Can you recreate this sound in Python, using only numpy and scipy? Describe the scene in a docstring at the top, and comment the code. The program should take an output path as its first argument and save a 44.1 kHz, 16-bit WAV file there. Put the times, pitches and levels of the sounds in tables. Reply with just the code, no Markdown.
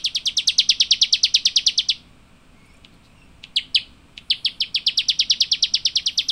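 """Outdoors among foliage, one microphone close to a prinia, over a low rumble and a faint hum.
The bird sings two runs of about nine notes a second, each a steep downward whistle of some 40 ms
made as its syrinx slackens. In the pause come three sharp ticks and a few slower notes, and
another bird calls faintly far off. The surroundings scatter each note into a short tail."""
import sys
import numpy as np
from scipy import signal
from scipy.fft import rfft, irfft
from scipy.io import wavfile
from scipy.ndimage import map_coordinates

SR = 44100
rng = np.random.default_rng(int(sys.argv[2]) if len(sys.argv) > 2 else 0)


def waveform_to_disk(signal):
    """Save audio, clipped to [-1, 1], as 16-bit WAV at the path in sys.argv[1]."""
    frames = np.transpose(np.atleast_2d(signal))
    scaled = np.clip(frames, -1, 1) * 32767
    samples = np.round(scaled).astype(np.int16)
    wavfile.write(sys.argv[1], SR, samples)


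N = 278271
TIME = np.arange(N) / SR


def from_db(db):
    """Decibels to gain."""
    return 10 ** (np.asarray(db) / 20)


def rms_one(x):
    """Scale to unit power."""
    return x / np.sqrt(np.mean(x ** 2) + 1e-20)


def at_hz(points, hz):
    """Gain from rows of frequency_hz, gain_db, read on a log-frequency axis."""
    freqs, levels = np.transpose(points)
    return from_db(np.interp(np.log(np.maximum(hz, 1)), np.log(freqs), levels))


def add(track, start_s, sound):
    """Mix a sound into the track from start_s on."""
    first = int(round(start_s * SR))
    sound, first = sound[max(-first, 0):], max(first, 0)
    track[first:first + len(sound)] += sound[:max(N - first, 0)]


def wobble(t, rate_hz):
    """Smooth random drift with a spread of about 1 over the times t."""
    return map_coordinates(rng.standard_normal(1024), [t * rate_hz], order=3, mode="wrap")


def coloured(x, spectrum):
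    """Filter a sound by rows of frequency_hz, gain_db."""
    hz = np.arange(len(x) // 2 + 1) * SR / len(x)
    return irfft(rfft(x) * at_hz(spectrum, hz), len(x))


def coloured_noise(spectrum, size=N):
    """Steady noise with the given spectrum, rms 1."""
    return rms_one(coloured(rng.standard_normal(size), spectrum))


# Low rumble of the place: frequency_hz, relative_db
RUMBLE_SPECTRUM = [(20, 8), (35, 0), (60, 1.5), (95, -1.5), (140, -2.5), (200, -0.5), (265, -1), (330, -11),
                   (420, -12.5), (800, -17), (1100, -14), (1900, -23.5), (3000, -70.5)]
# Soft hiss above it: frequency_hz, relative_db
HISS_SPECTRUM = [(1500, -8), (1900, -9.5), (2400, 1), (3100, -4.5), (4400, -10.5), (6500, -17.5),
                 (8500, -11.5), (10000, -22.5), (12500, -29), (15500, -23.5)]
# Tones of the faint hum at the microphone: pitch_hz, rms_db
HUM_TONES = [(65, -62), (116, -66), (168, -66), (666, -73.5), (700, -85), (1141, -77.5), (1357, -76),
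             (1522, -77)]


def background(rumble_db=-51, hiss_db=-59.5, waver_db=-1.5):
    """The bed of the place: low rumble, soft hiss and a slightly wavering hum."""
    rumble = from_db(rumble_db) * coloured_noise(RUMBLE_SPECTRUM)
    hiss = from_db(hiss_db) * coloured_noise(HISS_SPECTRUM)
    hum = np.zeros(N)
    for hz, rms_db in HUM_TONES:
        amplitude = np.sqrt(2) * from_db(rms_db + waver_db * wobble(TIME, 5))
        hum += amplitude * np.sin(2 * np.pi * hz * TIME + wobble(TIME, 1.8))
    return rumble + hiss + hum


# Nearby surfaces, whose echoes beat against the diving pitch, before and after the bird turns:
# typical_delay_s, before_db, after_db
REFLECTIONS = [(.0017, -20, -12), (.008, -19, -17)]


def outdoors(x, turned=False, build_up_s=0.00447):
    """The way to the microphone: direct sound, two close reflections and a tail of dense scatter."""
    t = np.arange(2 ** 14) / SR
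    build_up = 1 - np.exp(-(t / build_up_s) ** 2)
    response = np.zeros(len(t))
    for relative_db, t60_s in ((-16, 0.0454), (-18, 0.23), (-35, 0.595)):   # near, farther, distant
        scatter = rng.standard_normal(len(t)) * from_db(-60 * t / t60_s) * build_up
        response += from_db(relative_db) * scatter / np.linalg.norm(scatter)
    scatter_colour = [(1500, 7.5), (3000, 6), (4500, 4.5), (6000, 2), (9000, 7.5), (15000, -5)]
    response = coloured(response, scatter_colour)
    response[0] += 1   # direct sound
    for delay_s, before_db, after_db in REFLECTIONS:
        arrival = int(delay_s * rng.uniform(.8, 1.2) * SR)
        response[arrival] += from_db(after_db if turned else before_db)
    return signal.fftconvolve(x, response)


# A second bird, far from the microphone: start_s, length_s, open_hz, close_hz, level_db
FAR_BIRD_CALLS = [(2.52, 0.3, 2120, 2376, -57), (2.632, 0.16, 5200, 5590, -66.5),
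                  (3.031, 0.11, 2630, 2480, -63), (3.138, 0.15, 2780, 2710, -55.5)]


def far_bird(waver=0.022, blur=0.71, harmonics_db=(0, -13, -17)):
    """Thin, nearly level calls; many paths through the foliage make them fade in and out quickly."""
    out = np.zeros(N)
    for start_s, length_s, open_hz, close_hz, level_db in FAR_BIRD_CALLS:
        t = np.arange(int(length_s * SR)) / SR
        hz = np.interp(t, [0, length_s], [open_hz, close_hz]) * (1 + waver * wobble(t, 420))
        phase = 2 * np.pi * np.cumsum(hz) / SR
        wave = np.zeros(len(t))
        for multiple, partial_db in enumerate(harmonics_db, 1):
            paths = .5 + blur * (wobble(t, 180) + 1j * wobble(t, 210))
            carries = multiple * hz < 9000   # the air swallows the top
            wave += from_db(partial_db) * np.real(paths * np.exp(1j * multiple * phase)) * carries
        add(out, start_s, from_db(level_db) * np.sin(np.pi * t / length_s) * wave)
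    return out


# Faint high sounds: tiny ticks, soft puffs, a rustle and a thin high twitter near the end:
# middle_s, level_db, centre_hz, half_width_s
FAINT_HIGH_SOUNDS = [(2.663, -63, 9350, 0.011), (2.742, -62, 8820, 0.0087), (2.772, -59.5, 7500, .006),
                     (2.942, -68.5, 10500, .008), (2.939, -63, 4210, 0.031), (3.055, -57.5, 4000, 0.029),
                     (4.424, -67, 9700, 0.29), (6.206, -66, 11800, 0.22)]


def faint_high_sounds(sharpness=9.7):
    """Each is a narrow band of noise that swells and fades; the shortest are heard as tiny ticks."""
    out = np.zeros(N)
    for middle_s, level_db, centre_hz, half_width_s in FAINT_HIGH_SOUNDS:
        band = signal.lfilter(*signal.iirpeak(centre_hz, sharpness, fs=SR), rng.standard_normal(N))
        swell = np.exp(-2 * ((TIME - middle_s) / half_width_s) ** 2)
        out += from_db(level_db) * rms_one(band) * swell
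    return out


# The close bird's ticks between its two runs: start_s, peak_db
PRINIA_TICKS = [(2.8458, -31), (3.4375, -22.5), (4.1757, -21)]


def ticks(open_hz=7200, close_hz=1400, length_s=0.006, second_db=-21, puff_db=-24, puff_s=0.0099):
    """A tick is a fast downward chirp lasting a few milliseconds, inside a soft puff."""
    chirps, puffs = np.zeros(N), np.zeros(N)
    share = np.arange(int(length_s * SR)) / (length_s * SR)
    hz = open_hz * (close_hz / open_hz) ** share
    phase = 2 * np.pi * np.cumsum(hz) / SR
    chirp = np.sin(np.pi * share) ** 4 * (np.sin(phase) + from_db(second_db) * np.sin(2 * phase))
    for start_s, peak_db in PRINIA_TICKS:
        add(chirps, start_s, from_db(peak_db) * chirp)
        puffs += from_db(peak_db + puff_db) * np.exp(-((TIME - start_s - length_s / 2) / puff_s) ** 2)
    puff_colour = [(1500, -17), (2700, 13), (4500, 4), (6500, -3), (8500, -11), (13000, -25)]
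    return chirps + puffs * coloured_noise(puff_colour)


FADE_AT, KNEE_AT = .2, .55   # shares of a note's length: the fade begins, the last drop begins


def dive(share, open_hz, knee_fade_db, halfway_share=0.24, drop_hz=1350, sag_hz_per_db=17.5):
    """Pitch of a note as the syrinx slackens: a steep dive, a rest at the knee, a last drop."""
    # a note that opens lower or fades more also rests lower
    rest_hz = 2786 + .1 * (open_hz - 6200) - sag_hz_per_db * knee_fade_db
    tension = 1 / (1 + (share / halfway_share) ** 2.453)
    letting_go = np.interp(share, [KNEE_AT, 1], [0, 1]) ** 1.75
    return rest_hz + (open_hz - rest_hz) * tension - drop_hz * letting_go


def envelope(t, length_s, attack_s=0.0048, hold_share=0.28):
    """Level of a note: a quick attack, a short hold and a rounded release."""
    attack = 1 - np.exp(-(t / attack_s) ** 1.83)
    release = np.cos(np.pi / 2 * np.interp(t / length_s, [hold_share, 1], [0, 1])) ** 1.85
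    return attack * release


# How throat and beak pass the overtones: frequency_hz, gain_db
BEAK_RESPONSE = [(800, -10), (2000, 2), (5500, -11), (6800, -4), (8500, 5), (10000, -6.5), (12800, -10.5),
                 (15500, -1)]
# Rush of air through the syrinx, heard at close range: frequency_hz, relative_db
RASP_SPECTRUM = [(1000, -11), (4000, 0.5), (7000, -2.5), (9000, -3), (11000, -7), (13000, -13), (15500, -9)]


def whistle(level_db, length_s, open_hz, knee_fade_db, second_db, third_db,
            jitter=0.0033, flutter=0.028, shimmer_db=1.13, side_db=-2, rasp_db=-7, mellowing_db=25):
    """One note from the syrinx: a diving tone with weak overtones and a thin rasp of air."""
    t = np.arange(int(length_s * SR)) / SR
    share = t / length_s
    # past the knee the slack membrane flutters in pitch and level
    slack = np.interp(share, [KNEE_AT, .8], [0, 1]) * wobble(t, 426.5)
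    hz = dive(share, open_hz, knee_fade_db) * (1 + jitter * wobble(t, 599.3) + flutter * slack)
    effort_db = level_db - np.interp(share, [FADE_AT, KNEE_AT], [0, knee_fade_db])
    level = envelope(t, length_s) * from_db(effort_db + shimmer_db * wobble(t, 387) + 2.4 * slack)
    # a weak slower vibration dives even faster and puts side tones beside the harmonics
    side_hz = 2000 * (hz / 6000) ** 2.6
    side_tones = (side_hz, hz + side_hz, 2 * hz - side_hz)
    fade_db = mellowing_db * np.maximum(share - FADE_AT, 0)   # the tone gets purer as the tension goes
    partials = [(2 * hz, second_db - fade_db), (3 * hz, third_db)]
    partials += [(tone_hz, third_db + side_db - fade_db) for tone_hz in side_tones]
    wave = np.sin(2 * np.pi * np.cumsum(hz) / SR)
    for tone_hz, partial_db in partials:
        strength = from_db(partial_db + 3.7 * wobble(t, 400))
        passed = at_hz(BEAK_RESPONSE, tone_hz) * (tone_hz < SR / 2)
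        wave += strength * passed * np.sin(2 * np.pi * np.cumsum(tone_hz) / SR)
    rasp = from_db(third_db + rasp_db) * coloured_noise(RASP_SPECTRUM, size=len(t))
    return level * (wave + rasp)


# The prinia's notes, close to the microphone: start_s, level_db, length_s
SONG_NOTES = [(-.07, -13.5, .048), (0.039, -16, 0.048), (.1457, -16, .043), (0.254, -15, 0.048),
              (0.3665, -13, 0.046), (0.471, -9.5, 0.043), (.58, -7, 0.04), (.688, -6, .041),
              (0.798, -6, 0.04), (.9059, -5.5, .042), (1.0123, -6, 0.043), (1.1237, -6, 0.043),
              (1.2301, -6.5, .044), (1.339, -6, .042), (1.4505, -6.5, .041), (1.5576, -7, 0.042),
              (1.6619, -7, 0.043), (1.7747, -10, 0.04), (1.8849, -10, .04), (3.558, -12.5, 0.038),
              (3.744, -8, 0.04), (4.299, -10, 0.037), (4.445, -12.5, .043), (4.601, -14, 0.044),
              (4.743, -12, .044), (4.8628, -9.5, 0.042), (4.972, -10, 0.047), (5.0825, -9.5, 0.043),
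              (5.189, -9, .046), (5.296, -8, 0.05), (5.402, -8, .047), (5.513, -8, 0.047),
              (5.623, -7, 0.043), (5.736, -7.5, 0.044), (5.8491, -9, 0.045), (5.9534, -10, .048),
              (6.058, -12, .047), (6.1735, -11.5, .046), (6.2828, -14, 0.043)]
# Its voice drifting along each run; harmonics are relative to the note, ahead of throat and beak:
# time_s, open_hz, knee_fade_db, second_harmonic_db, third_harmonic_db
SONG_VOICE = [(.04, 6230, -2.5, -21.5, -30.5), (.26, 6310, -2.5, -18.5, -30), (.47, 6550, 1, -24, -33.5),
              (.69, 6207, 3, -34.5, -34.5), (1.12, 6217, 5.5, -35, -34.5), (1.66, 6240, 5.5, -30.5, -33),
              (1.77, 6320, 1.5, -32.5, -40), (3.56, 5026, -2, -18.5, -38.5), (3.74, 5310, 1.5, -24, -40),
              (4.3, 5250, 2, -30, -42.5), (4.45, 5584, 0.5, -31.5, -34.5), (4.86, 5687, 2, -32.5, -35.5),
              (5.08, 6036, 1.5, -30, -35.5), (5.3, 6016, 7, -36, -36.5), (5.7, 5973, 10.5, -38.5, -37),
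              (6.061, 6036, 4, -30, -35), (6.28, 6320, -1, -29, -32.5)]


def thumps(gain_db=-33, length_s=.03):
    """A soft low thump under each note; it grows with the note's power, so the loudest stand out."""
    out = np.zeros(N)
    share = np.arange(int(length_s * SR)) / (length_s * SR)
    push = np.sin(2 * np.pi * share) * np.sin(np.pi * share)
    for start_s, level_db, _ in SONG_NOTES:
        add(out, start_s, from_db(gain_db + 2 * level_db) * push)
    return out


def prinia_song(turn_s=3):
    """The close bird's whistles; it moves its head, so each one scatters in its own way."""
    out = np.zeros(N)
    times, *controls = np.transpose(SONG_VOICE)
    for start_s, level_db, length_s in SONG_NOTES:
        voice = [np.interp(start_s, times, control) for control in controls]
        note = whistle(level_db, length_s, *voice)
        add(out, start_s, outdoors(note, turned=start_s > turn_s))
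    return out


def scene():
    """The birds, their echoes and the background, as they reach one microphone."""
    small_sounds = outdoors(ticks() + faint_high_sounds() + far_bird())[:N]
    return (prinia_song() + thumps() + small_sounds + background())[None]


def record(dry, cutoff_hz=15700):
    """A steep low-pass after the microphone cuts the highest treble."""
    return signal.sosfilt(signal.ellip(10, .1, 70, cutoff_hz, fs=SR, output="sos"), dry)


dry = scene()
out = record(dry)
waveform_to_disk(out)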